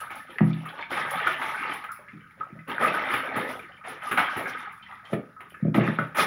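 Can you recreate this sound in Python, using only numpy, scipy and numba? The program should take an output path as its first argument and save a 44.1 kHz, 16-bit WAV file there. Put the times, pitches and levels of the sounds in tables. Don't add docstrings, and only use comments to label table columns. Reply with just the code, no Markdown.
import sys
import numpy as np
from scipy import signal
from scipy.fft import rfft, irfft
from scipy.io import wavfile
from scipy.ndimage import uniform_filter1d
from numba import njit

SR = 44100
rng = np.random.default_rng(int(sys.argv[2]) if len(sys.argv) > 2 else 0)


def inscribe(sig):
    pcm = np.round(np.clip(np.atleast_2d(sig).T, -1, 1) * 32767)
    wavfile.write(sys.argv[1], SR, pcm.astype(np.int16))


N = 276066
TIME = np.arange(N) / SR

# start_s, length_s, level_db, tiring_db_per_s, gulp_relative_db, spray_relative_db
THRASH_BOUTS = [(-.02, 0.038, -35, 36.5, -14.5, -18.5), (0.09, 0.1, -40.5, 6, -11.5, -18.5),
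                (0.271, 0.53, -44, 5.5, -7, -24), (0.653, 0.13, -41.5, 5, -10.5, -30),
                (0.889, 0.22, -29, 6.5, -11.5, -27.5), (1.107, 0.22, -27.5, 1.5, -11.5, -23),
                (1.373, 0.36, -31.5, -3, -15, -24), (2.368, 0.24, -54.5, 18, 1.5, -18),
                (2.671, 0.032, -29.5, -17, -9, -24), (2.788, 0.094, -24, -0.5, -4.5, -28),
                (2.914, 0.27, -28.5, -1, -11, -24), (3.214, 0.12, -34.5, -4, -4, -28),
                (3.33, .18, -29.5, 22.5, -3.5, -24.5), (3.635, 0.061, -55.5, 5, 0.5, -32.5),
                (3.842, 0.052, -43, 6.5, 2, -10), (3.998, 0.098, -36.5, -1, -12.5, -21),
                (4.159, 0.22, -27, 23, -13, -18), (4.362, 0.12, -32.5, 21, -4, -17.5),
                (4.51, 0.18, -35.5, 26, -34, -24.5), (4.866, 0.075, -45.5, -3, -22, -30),
                (5.028, .08, -46.5, 1, -7.5, -25), (5.378, 0.28, -53, -7, -6.5, -27.5),
                (5.735, .15, -30.5, -2, -12.5, -26), (6.158, 0.063, -23, 16, -6.5, -13)]
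# start_s, level_db, body_relative_db, mist_relative_db, rise_s, t60_s
WET_SLAPS = [(.104, -23, -7, -15, .0004, 0.1), (0.386, -29, -38.5, -20, 0.00031, 0.069),
             (.654, -29.5, -32, -11.5, 0.00033, 0.23), (.788, -27.5, -5.5, -38, 0.00067, 0.26),
             (.912, -20, -3, -20, .003, 0.45), (.96, -16.5, -12, -31, 0.0026, 0.27),
             (1.268, -7.5, -14, -18, 0.0032, 0.085), (1.413, -15.5, -18.5, -23.5, 0.0038, 0.22),
             (1.67, -29.5, 10.5, -30, 0.013, 0.23), (1.839, -23, -17.5, -16, 0.00036, 0.12),
             (2.398, -28.5, 7, -33, 0.0064, 0.057), (2.68, -23, 8.5, -13, 0.019, 0.25),
             (2.837, -23, -9, -7, 0.00069, .13), (3.095, -16, -7.5, -17, 0.0095, 0.33),
             (3.134, -11.5, -5.5, -14.5, 0.0035, 0.17), (3.362, -21, 5, -12, 0.0015, 0.34),
             (3.837, -26.5, -16, -28, 0.0083, 0.83), (4.112, -13, -2, -14, .0004, 0.24),
             (4.174, -6.5, -12, -21, 0.00032, 0.25), (4.365, -21, 5.5, -9.5, 0.0026, 0.25),
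             (4.626, -27, -14, -30, 0.00055, 0.079), (5.129, -18, 7.5, -20, .003, .12),
             (5.405, -29, -14, -17, 0.00049, 0.11), (5.743, -3.5, -4, -26, 0.0052, 0.047),
             (5.776, -22.5, 24, -39, .0007, 0.05), (5.985, -23, -26, -21, 0.0017, 0.3),
             (6.146, -19, -10, -13, 0.0031, 0.54), (6.184, -12, -6, -12.5, .001, 0.31)]
# start_s, level_db, pitch_hz, t60_s
BUBBLE_PLOPS = [(0.038, -27, 1540, 0.018), (.062, -35, 1260, 0.037), (0.3843, -10, 1905, .012),
                (0.53, -36, 3460, 0.029), (.656, -36, 1213, 0.082), (0.688, -35, 3240, 0.048),
                (.789, -26, 918, .07), (.809, -37, 3510, 0.083), (0.825, -24.5, 2194, 0.038),
                (1.27, -16.5, 1390, 0.045), (1.89, -27.5, 1364, 0.064), (1.99, -40, 566, 0.076),
                (2.084, -33.5, 2040, 0.033), (2.407, -27, 1274, 0.055), (2.589, -39, 1975, 0.051),
                (2.781, -7, 1540, .007), (2.846, -16.5, 1272, 0.044), (4.067, -30, 1176, 0.067),
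                (4.286, -19, 1490, .019), (4.454, -26.5, 1617, 0.13), (4.656, -29.5, 1463, 0.056),
                (4.826, -40, 3050, 0.064), (4.862, -38.5, 1960, 0.056), (4.89, -41, 960, 0.12),
                (4.922, -34.5, 1140, 0.034), (4.994, -37.5, 1673, 0.021), (5.052, -38.5, 3080, .044),
                (5.363, -42, 1273, 0.088), (5.542, -33, 1720, 0.054), (5.877, -4.5, 1770, 0.0064),
                (5.987, -10.5, 1420, 0.0173)]
# start_s, level_db, contact_s, rattle_relative_db,
# ring_share (the part of the ring time that the fish's weight leaves)
FISH_THUDS = [(.407, -19.5, 0.0007, -3.5, 0.16), (0.411, -4, 0.0035, -19, 0.89),
              (2.132, -33, 0.0034, 5, 0.58), (2.524, -29.5, 0.0041, 1, 0.46),
              (2.585, -30, 0.0049, -19, 0.31), (5.121, -32, 0.0019, 11, 0.61),
              (5.13, -15, 0.0019, 1.5, 0.28), (5.624, -8.5, 0.0051, 3.5, 0.24),
              (5.651, -12.5, 0.0023, -10, 0.65), (5.681, -12, 0.0024, -11, 0.15), (5.746, -19, .0022, 8, 1),
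              (5.779, -10, 0.0019, 1, 0.61), (5.811, -10, 0.0024, -23, 0.3),
              (5.883, -13.5, 0.0021, -3, 0.41), (5.988, -19, 0.0012, -2.5, 0.45),
              (6.017, -20.5, 0.0072, 8, 0.38)]
# pitch_hz, level_db, t60_s
BOX_MODES = [(126.6, -9.5, 0.61), (160.3, -3.5, 0.76), (206.3, -2, 0.49), (223, -1.5, 0.11),
             (262, -12, 0.69), (289, -21, 0.96), (341.2, -10.5, 0.54), (460, -13, 0.11), (570, 0.5, 0.15),
             (653, -9.5, 0.46), (677, -9, 0.18), (770, -16, 0.27), (843, -11, 0.26)]
# start_s, level_db
SPRAY_SPURTS = [(.003, -27.5), (0.153, -31.5), (.542, -45), (1.107, -21), (1.736, -27.5), (1.916, -28.5),
                (2.309, -57), (3.511, -32.5), (4.722, -42.5), (5.497, -41)]
# frequency_hz, gain_db
SPLASH_SPECTRUM = [(100, 2.5), (200, -9.5), (350, -6), (500, -4), (720, -2.5), (870, 1.5), (1050, -3),
                   (1500, -0.5), (2100, -1.5), (2800, -9), (3600, -14), (4500, -29), (6000, -28.5),
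                   (10000, -41.5), (16000, -44)]
# frequency_hz, gain_db
WASH_SPECTRUM = [(25, -14), (50, -2.5), (80, 6), (200, 8), (500, -18.5), (900, -18), (1400, 3),
                 (2000, -5.5), (3000, -37), (5000, -21.5), (10000, -33), (16000, -32)]
# frequency_hz, gain_db
MIC_RESPONSE = [(1050, -0.5), (1195, 5), (1265, 12), (1340, 2.5), (5300, -2.5), (6300, -6), (7000, -1),
                (8100, -13), (9200, 4), (10500, 12.5), (12300, -1), (13900, -2.5), (15000, 8)]

TOP_HZ = 15750


def churn(lively_db=-42):
    level_db, gulp_db, spray_db = agitation()
    gulps = bubble_cloud(gulp_db + tail_beats(0.5) - 0.6, per_s=500, lo_hz=138, hi_hz=757,
                         cycles=16, spread_db=0.5, glide=0.16, wet_db=-6)
    bubbles = bubble_cloud(level_db + tail_beats(0.78) - 3.5, per_s=1400, lo_hz=755.5, hi_hz=5390,
                           cycles=31.3, spread_db=4.5, glide=0.11, wet_db=-0.5)
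    spray = bubble_cloud(spray_db + tail_beats(5.8) + 1, per_s=1300, lo_hz=4570, hi_hz=15100,
                         cycles=8.3, spread_db=5, glide=0.03, wet_db=8.5)
    large = signal.sosfiltfilt(signal.butter(6, 1080, "low", fs=SR, output="sos"), bubbles)
    small = signal.sosfiltfilt(signal.butter(4, 2380, "high", fs=SR, output="sos"), bubbles)
    medium = bubbles - large - small
    calm_db = np.minimum(level_db - lively_db, 0)
    return gulps + large * undb(0.76 * calm_db) + medium + small * undb(0.5 * calm_db) + spray


def agitation(build_s=0.03, calm_db_per_s=119.5, slosh_db=-16, slosh_db_per_s=15.5):
    power = np.zeros((3, N)) + undb(-100) ** 2
    for start_s, length_s, level_db, tiring_db_per_s, gulp_db, spray_db in THRASH_BOUTS:
        age = TIME - start_s
        rest = np.maximum(age - length_s, 0)
        effort = np.clip(age / build_s, 0, 1) * undb(level_db - tiring_db_per_s * age.clip(0, length_s))
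        thrash = effort * undb(-calm_db_per_s * rest)
        slosh = effort * undb(slosh_db - slosh_db_per_s * rest)
        power += np.outer(undb([0, gulp_db, spray_db]), thrash) ** 2
        power += np.outer(undb([0, -19, -28.5]), slosh) ** 2
    return 10 * np.log10(power)


def tail_beats(spread_db, per_s=22):
    beats = rng.standard_normal(400)
    return spread_db * np.interp(TIME * per_s, np.arange(len(beats)), beats)


def bubble_cloud(level_db, per_s, lo_hz, hi_hz, cycles, spread_db, glide, wet_db, count=24000):
    when, chance, pitch, life, bigness, spot = rng.random((count, 6)).T
    start = (when * N).astype(np.int64)
    activity = undb(0.6 * (level_db[start] - level_db.max()))
    sounding = chance < activity * per_s * N / SR / count
    hz = lo_hz * (hi_hz / lo_hz) ** pitch
    turns = cycles * 2 ** (3 * life - 2)
    strength = undb(-spread_db * np.log(1 - 0.97 * bigness))
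    peak = strength * hz / np.sqrt(turns) * rng.choice([-1, 1], count)
    groups = [sounding & (np.floor(3 * spot) == k) for k in range(3)]
    cloud = sum(echo(ring_bubbles(N, start[g], hz[g], turns[g], peak[g], glide), wet_db) for g in groups)
    cloud = unit(band(colour(cloud, SPLASH_SPECTRUM), 0.73 * lo_hz, 1.92 * hi_hz))
    power = uniform_filter1d(uniform_filter1d(cloud ** 2, size=1800), size=1800)
    return cloud / np.sqrt(np.abs(power) + 1e-4) * undb(level_db)


@njit
def ring_bubbles(n, start, hz, cycles, peak, glide):
    out = np.zeros(n)
    for k in range(len(start)):
        length, phase = int(cycles[k] * SR / hz[k]) + 2, 0.
        for i in range(min(length, n - start[k])):
            phase += 2 * np.pi * hz[k] * (1 + glide * i / length) / SR
            swell = 1 - np.exp(-(phase / 6) ** 2)
            out[start[k] + i] += peak[k] * swell * np.exp(-6 * i / length) * np.sin(phase)
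    return out


def slaps(grain_db=5.5, smack_t60_s=0.025, mist_rise_s=0.001):
    out, t = np.zeros(N), TIME[:SR // 2]
    for start_s, level_db, body_db, mist_db, rise_s, t60_s in WET_SLAPS:
        burst = colour(grainy_noise(len(t), grain_db), SPLASH_SPECTRUM)
        crack = unit(band(burst, 586, 5700))
        body = undb(body_db - 3) * unit(band(burst, 180, 384))
        mist = undb(mist_db - 5) * unit(band(burst, 10000, 16400)) * rise(t, mist_rise_s)
        envelope = (fade(t, t60_s) + 0.23 * fade(t, smack_t60_s)) * rise(t, rise_s)
        slap = undb(level_db - 6) / 2 * (crack + body + mist) * envelope
        add(out, start_s, echo(slap, wet_db=-8))
    return out


def plops(glide=0.11, followers=4, follower_db=-11, detune_octaves=0.128, spatter_db=-8):
    out, t = np.zeros(N), TIME[:SR // 3]
    for start_s, level_db, hz, t60_s in BUBBLE_PLOPS:
        delays_s = rng.random(followers) * t60_s / 2
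        ratios = 2 ** (detune_octaves * rng.standard_normal(followers))
        family = [(0, 1, 0), *zip(delays_s, ratios, np.full(followers, follower_db))]
        spatter = unit(band(rng.standard_normal(len(t)), 0.67 * hz, 1.25 * hz, order=3))
        gurgle = undb(spatter_db) * spatter * fade(t, 1.53 * t60_s)
        for delay_s, ratio, bubble_db in family:
            age = np.maximum(t - delay_s, 0)
            phase = 2 * np.pi * hz * ratio * age * (1 + glide / 2 * np.minimum(age / t60_s, 1))
            gurgle += undb(bubble_db) * np.sin(phase) * fade(age, t60_s) * rise(age, 1 / hz)
        gurgle *= rise(t, 0.021 * t60_s)
        add(out, start_s, echo(undb(level_db - 2) * gurgle, wet_db=-7))
    return out


def box_thuds(rattle_t60_s=0.14, settle_s=0.3):
    out, t = np.zeros(N), TIME[:SR * 2 // 3]
    choke = np.exp(-(t / settle_s) ** 4)
    for start_s, level_db, contact_s, rattle_db, ring_share in FISH_THUDS:
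        push = np.sin(np.pi * np.minimum(t[:SR // 100] / contact_s, 1)) ** 2
        boom = sum(undb(mode_db) * np.cos(2 * np.pi * hz * t) * fade(t, ring_share * t60_s)
                   for hz, mode_db, t60_s in BOX_MODES)
        rattle = unit(band(rng.standard_normal(len(t)), 120, 950, order=4)) * fade(t, rattle_t60_s)
        response = undb(-5) * boom * choke + undb(rattle_db - 8) * echo(rattle, wet_db=1)
        add(out, start_s, undb(level_db) * signal.fftconvolve(response, push / push.sum()))
    return band(out, 116, 1700, order=6)


def spray_spurts(t60_s=0.039, rise_s=0.0014):
    out, t = np.zeros(N), TIME[:SR // 4]
    for start_s, level_db in SPRAY_SPURTS:
        spurt = unit(band(rng.standard_normal(len(t)), 3800, TOP_HZ)) * fade(t, t60_s) * rise(t, rise_s)
        add(out, start_s, echo(undb(level_db - 17) * spurt, wet_db=3))
    return out


def echo(x, wet_db, t60_s=0.3, treble_t60_s=0.27):
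    t = TIME[:SR // 3]
    reflections = grainy_noise(len(t), grain_db=3)
    lows = band(reflections, 90, 7400) * fade(t, t60_s)
    treble = band(reflections, 6940, 14400) * fade(t, treble_t60_s)
    tail = (lows + treble) * rise(t, 0.00059)
    return x + undb(wet_db) * signal.oaconvolve(x, tail / np.sqrt(np.sum(tail ** 2)))[:len(x)]


def yard_wash(level_db=-58.5):
    return undb(level_db) * unit(colour(rng.standard_normal(N), WASH_SPECTRUM))


def grainy_noise(n, grain_db):
    return rng.standard_normal(n) * undb(grain_db * rng.standard_normal(n))


def undb(db):
    return 10 ** (np.asarray(db) / 20)


def unit(x):
    return x / np.sqrt(np.mean(x ** 2))


def rise(t, rise_s):
    return 1 - np.exp(-t / rise_s)


def fade(t, t60_s):
    return np.exp(-np.log(1000) * t / max(t60_s, 1e-3))


def add(out, start_s, x):
    i = max(int(start_s * SR), 0)
    out[i:i + len(x)] += x[:max(N - i, 0)]


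def band(x, lo_hz, hi_hz, order=2):
    edges_hz = [lo_hz, min(hi_hz, SR / 2 - 1)]
    return signal.sosfilt(signal.butter(order, edges_hz, "band", fs=SR, output="sos"), x)


def colour(x, spectrum, size=2048):
    hz, db = np.transpose(spectrum)
    bin_hz = np.arange(size // 2 + 1) * SR / size
    gain = undb(np.interp(np.log(bin_hz + 1), np.log(hz), db))
    cepstrum = irfft(np.log(gain))
    cepstrum[1:size // 2] *= 2
    cepstrum[size // 2 + 1:] = 0
    return signal.fftconvolve(x, irfft(np.exp(rfft(cepstrum))))[:len(x)]


def scene():
    return (churn() + slaps() + plops() + spray_spurts() + box_thuds() + yard_wash())[None]


def record(dry):
    sound = colour(dry[0], MIC_RESPONSE)
    top_cut = signal.ellip(12, 0.2, 100, TOP_HZ, fs=SR, output="sos")
    return signal.sosfilt(top_cut, sound)[None]


dry = scene()
out = record(dry)
inscribe(out)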